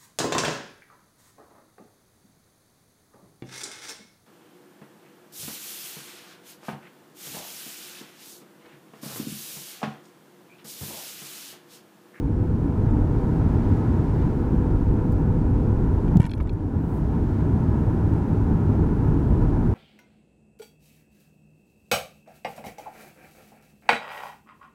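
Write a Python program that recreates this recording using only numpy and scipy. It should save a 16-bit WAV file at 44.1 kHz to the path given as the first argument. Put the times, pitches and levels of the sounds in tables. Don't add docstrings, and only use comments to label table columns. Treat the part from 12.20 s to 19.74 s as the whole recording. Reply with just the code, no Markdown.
import sys
import numpy as np
from scipy import signal
from scipy.fft import rfft, irfft, next_fast_len
from scipy.io import wavfile
from scipy.ndimage import map_coordinates

SR = 44100
rng = np.random.default_rng(int(sys.argv[2]) if len(sys.argv) > 2 else 0)


def log_audio(samples):
    frames = np.atleast_2d(samples).T
    limited = np.clip(frames, -1, 1)
    pcm = np.round(limited * 32767).astype(np.int16)
    wavfile.write(sys.argv[1], SR, pcm)


N = 332514
TIME = np.arange(N) / SR


def amp(db):
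    return 10 ** (np.asarray(db) / 20)


def unit(x):
    return x / np.sqrt(np.mean(x ** 2) + 1e-20)


def curves(rows):
    times, *columns = np.transpose(rows)
    return [np.interp(TIME, times, column) for column in columns]


def wobble(rate):
    return map_coordinates(rng.standard_normal(int(N * rate / SR) + 4), [TIME * rate])


def filtered(x, response):
    size = next_fast_len(N + SR // 2)
    return irfft(rfft(x, size) * response(np.fft.rfftfreq(size, 1 / SR)), size)[:N]


def add(track, s, sound):
    start = round(s * SR)
    track[start:start + len(sound)] += sound[:N - start]


# f/Hz, width/Hz, lift/dB
CABIN_MODES = [(19, 4.4, 0), (34.4, 10, 1), (60.3, 10, 6.5), (88.2, 17, 2.5), (102.5, 10, 8),
               (125, 7.1, 4.5), (148.4, 6.2, 2.5), (162.3, 17, 9.5), (213, 7, 6.5), (228.5, 7.7, 3.5),
               (282, 7.9, 2), (318, 9.4, 1.5), (355, 36, 2), (418, 26, 5.5), (768, 42, 3), (911, 55, 5.5),
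               (994, 31, 3), (1122, 27, 2.5), (1280, 38, 6), (1386, 42, 4), (1470, 34, 4.5), (1684, 47, 5),
               (6000, 400, 1)]
def cabin_noise(spectrum):
    freqs, levels = np.transpose(spectrum)

    def response(hz):
        broad = np.interp(np.log(hz + 1), np.log(freqs), levels)
        lift = sum(db / (1 + (2 * (hz - centre) / width) ** 2) for centre, width, db in CABIN_MODES)
        return amp(broad + lift)
    return unit(filtered(rng.standard_normal(N), response))


# t/s, boom level/dB, rumble level/dB, tread level/dB
ROAD_LEVELS = [(0, -31, -24, -46.5), (0.6, -27.5, -22, -42), (1.3, -29, -20.5, -39.5),
               (2.1, -28.5, -20, -40), (3.2, -24, -22, -42.5), (3.8, -25, -22, -41.1),
               (5.1, -29.7, -21.4, -41.5), (5.9, -30.5, -20.5, -40.0), (7.54, -26, -20.5, -40)]
# f/Hz, level/dB
BOOM_EQ = [(8, -26.5), (18, -1.5), (25, -2), (35, 5.5), (55, 1), (75, -18), (130, -50), (400, -100)]
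def body_boom(waves_db=2.3):
    boom_db, _, _ = curves(ROAD_LEVELS)
    return amp(boom_db + waves_db * wobble(2.6)) * cabin_noise(BOOM_EQ)


# f/Hz, level/dB
RUMBLE_EQ = [(8, -47), (25, -27), (55, -8), (90, -1), (140, -7), (200, -10), (280, -6), (350, -13),
             (440, -19.5), (500, -21), (545, -33), (800, -51), (1500, -110)]
TREAD_EQ = [(300, -38), (530, -4), (620, 1), (700, -3.5), (790, -1), (1000, -2.5), (1160, -11), (1400, -11),
            (1750, -17), (2100, -24), (3000, -37), (8000, -65)]
def tyres(grain_db=.65, flutter_db=.5):
    _, rumble_db, tread_db = curves(ROAD_LEVELS)
    surface_db = grain_db * wobble(9)
    rumble = amp(rumble_db + .61 + surface_db) * cabin_noise(RUMBLE_EQ)
    tread = amp(tread_db + .5 + .5 * surface_db + flutter_db * wobble(22)) * cabin_noise(TREAD_EQ)
    return rumble + tread


# f/Hz, level/dB
AIR_EQ = [(600, -22.5), (1500, 0), (2400, 1.5), (3200, -4), (4500, -8), (6500, -10.5), (10000, -14.5),
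          (15500, -19.5)]
def air_rush(level_db=-59.5, follow=.61, cruise_tread_db=-41):
    _, _, tread_db = curves(ROAD_LEVELS)
    return amp(level_db + follow * (tread_db - cruise_tread_db) + .27 * wobble(12)) * cabin_noise(AIR_EQ)


# t/s, f/Hz
GEAR_MESH = [(0, 488.6), (2.3, 491), (3.7, 499.8), (5.7, 518.7), (7.54, 515.5)]
# multiple of the crank rate, level/dB
ENGINE_ORDERS = [(2, -33.5), (4, -50.5), (7, -42.5)]
def drivetrain(mesh_per_turn=15.8, waver_db=1.5, drift_hz=1.0, loudest_hz=493.3, fade_db_per_hz=.62):
    mesh_hz, = curves(GEAR_MESH)
    mesh_phase = 2 * np.pi * np.cumsum(mesh_hz + drift_hz * wobble(12)) / SR
    crank_phase = mesh_phase / mesh_per_turn
    whine_db = -43.5 - fade_db_per_hz * np.abs(mesh_hz - loudest_hz)
    whine = amp(whine_db + waver_db * wobble(11)) * np.sin(mesh_phase)
    hum = sum(amp(db + waver_db * wobble(4.6)) * np.sin(order * crank_phase + .5 * wobble(6))
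              for order, db in ENGINE_ORDERS)
    return np.sqrt(2) * (whine + hum)


# t/s, level/dB, half length/s
PASS_BYS = [(1.502, -56.5, 0.39), (2.026, -60.5, .06), (5.16, -60, 0.099)]
# f/Hz, level/dB
SWISH_EQ = [(700, -19.5), (1900, 7), (2700, -5), (3800, -7), (7000, -15), (15000, -31)]
def traffic():
    swells = sum(amp(db) / (1 + ((TIME - s) / half) ** 2) for s, db, half in PASS_BYS)
    return swells * cabin_noise(SWISH_EQ)


def rattle(contacts, modes, scuff_db, scuff_t60, scuff_hz, attack_s=.00058, detune=.021):
    out, t = np.zeros(N), np.arange(SR // 8) / SR
    lowpass = signal.butter(2, scuff_hz, fs=SR)
    for s, db in contacts:
        ring = np.zeros(len(t))
        for hz, level, t60 in modes:
            decay = amp(level + rng.normal(0, 1.2) - 60 * t / t60)
            ring += decay * np.sin(2 * np.pi * (hz * rng.normal(1, detune) * t + rng.random()))
        noise = unit(signal.lfilter(*lowpass, rng.standard_normal(len(t))))
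        scuff = amp(scuff_db - 60 * t / scuff_t60) * noise
        add(out, s, .5 * amp(db) * (ring + scuff) * (1 - np.exp(-t / attack_s)))
    return out


# t/s, level/dB
TICK_HITS = [(2.9207, -42), (2.927, -46)]
# f/Hz, level/dB, t60/s
TICK_MODES = [(7500, -3, .008), (9000, -4, .008), (11000, -1, .008), (12800, -2, .008), (14200, 3, .008)]
def tiny_tick():
    return rattle(TICK_HITS, TICK_MODES, scuff_db=-2.5, scuff_t60=.015, scuff_hz=15800)


# t/s, level/dB, length/s
TRIM_BURSTS = [(3.88, -43.5, .01), (4.004, -25, .07), (4.175, -38.5, .01), (4.272, -38, .01)]
# f/Hz, level/dB, t60/s
TRIM_MODES = [(940, 6, 0.068), (1450, -0.5, 0.05), (1820, 4.5, 0.024), (2290, -5, 0.061), (2880, -3, 0.022),
              (3160, -6, 0.028), (4130, -16, 0.011), (6170, -20, .012), (7630, -14, 0.021)]
def trim_chatter(gap_s=.0122, fade_db_per_s=27):
    bounces = [(s + age, db - fade_db_per_s * age)
               for s, db, length in TRIM_BURSTS for age in np.arange(0, length, gap_s)]
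    return rattle(bounces, TRIM_MODES, scuff_db=-7, scuff_t60=.038, scuff_hz=5000, detune=.035)


# delay/s, level/dB, pitch factor
AXLES = [(0, 0, 1), (.21, -9.5, .5)]
# t/s, level/dB, f/Hz, swell time/s
PATCH_BLOWS = [(3.9529, -4, 181, 0.0062), (3.9679, -3, 110, .004), (3.998, 4, 123.5, .004),
               (4.046, -4, 108, 0.0029)]
def wheel_thumps(slap_db=-22, slap_hz=650):
    out, t = np.zeros(N), np.arange(SR // 5) / SR
    lowpass = signal.butter(4, slap_hz, fs=SR)
    for delay, axle_db, pitch in AXLES:
        for s, db, hz, swell in PATCH_BLOWS:
            age = pitch * t / swell
            envelope = (age * np.exp(1 - age)) ** 2
            slap = amp(slap_db) * unit(signal.lfilter(*lowpass, rng.standard_normal(len(t))))
            body = -np.sin(2 * np.pi * hz * pitch * t)
            add(out, s + delay, amp(db + axle_db) * envelope * (body + slap))
    return out


# t/s, level/dB
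CREST_CLICKS = [(3.9714, -25.5), (4.002, -25)]
def overload_clicks(width_s=.00022):
    out, t = np.zeros(N), np.arange(-SR // 500, SR // 500) / SR
    envelope = np.exp(-.5 * (t / width_s) ** 2)
    for delay, axle_db, _ in AXLES:
        for s, db in CREST_CLICKS:
            noise = unit(signal.lfilter([1], [1, -.3], rng.standard_normal(len(t))))
            add(out, s + delay + t[0], .5 * amp(db + axle_db) * envelope * noise)
    return out


# t/s, level/dB
METAL_HITS = [(4.016, -41.5), (4.029, -43), (4.062, -35), (4.108, -42), (4.15, -48), (4.226, -49),
              (4.3289, -50)]
# f/Hz, level/dB, t60/s
METAL_MODES = [(7600, -19, 0.027), (10500, 2, 0.032), (10600, -18, .025), (12900, -16, .012)]
def metal_clinks():
    return rattle(METAL_HITS, METAL_MODES, scuff_db=1, scuff_t60=.04, scuff_hz=11500, detune=.005)


# t/s, level/dB
PLASTIC_HITS = [(4.053, -25), (4.095, -28), (4.115, -21.5), (4.1355, -22.5), (4.294, -27.5)]
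# f/Hz, level/dB, t60/s
PLASTIC_MODES = [(1600, 7, 0.0064), (2340, -1, 0.022), (2590, 0, 0.017), (3330, -0.5, 0.019),
                 (3750, -3, 0.0097), (4220, 3.5, 0.013), (5190, -11, 0.016), (7600, -28, .01),
                 (9190, -22, 0.011), (11400, -11, .006)]
def plastic_taps():
    return rattle(PLASTIC_HITS, PLASTIC_MODES, scuff_db=-7, scuff_t60=.013, scuff_hz=6500,
                  attack_s=.001, detune=.012)


# t/s, level/dB
PANEL_HITS = [(4.2015, -24.5), (4.207, -27.5)]
# f/Hz, level/dB, t60/s
PANEL_MODES = [(980, 2, 0.039), (1240, 7, 0.026), (1780, 0, 0.016), (2260, -1.5, 0.026), (2750, -10, 0.016),
               (3870, -26, 0.023)]
def panel_knocks():
    return rattle(PANEL_HITS, PANEL_MODES, scuff_db=-10, scuff_t60=.044, scuff_hz=2600)


# f/Hz, level/dB
HISS_EQ = [(3000, -29), (8000, -1.5), (11000, -1.5), (15500, -2)]
def thin_hiss(peak_s=4.775, peak_db=-61, rise_db_per_s=55, fall_db_per_s=350):
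    t = TIME - peak_s
    return amp(peak_db + np.minimum(rise_db_per_s * t, -fall_db_per_s * t)) * cabin_noise(HISS_EQ)


def scene():
    bed = body_boom() + tyres() + air_rush() + drivetrain()
    passing_cars_and_tick = traffic() + tiny_tick()
    jolt = trim_chatter() + wheel_thumps() + overload_clicks()
    loose_parts = metal_clinks() + plastic_taps() + panel_knocks()
    return (bed + passing_cars_and_tick + jolt + loose_parts + thin_hiss())[None]


def record(dry, threshold_db=-6, attack_s=.0025, release_db_per_s=10, ceiling=.72, top_hz=15830):
    x = dry[0]
    excess_db = np.maximum(20 * np.log10(np.abs(x) + 1e-9) - threshold_db, 0)
    recovery_db = release_db_per_s * TIME
    duck_db = np.maximum.accumulate(excess_db + recovery_db) - recovery_db
    pole = np.exp(-1 / (attack_s * SR))
    ducked = x * amp(-signal.lfilter([1 - pole], [1, -pole], duck_db))
    clipped = ducked / (1 + (ducked / ceiling) ** 10) ** (1 / 10)
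    return filtered(clipped, lambda hz: hz < top_hz)[None]


dry = scene()
out = record(dry)
log_audio(out)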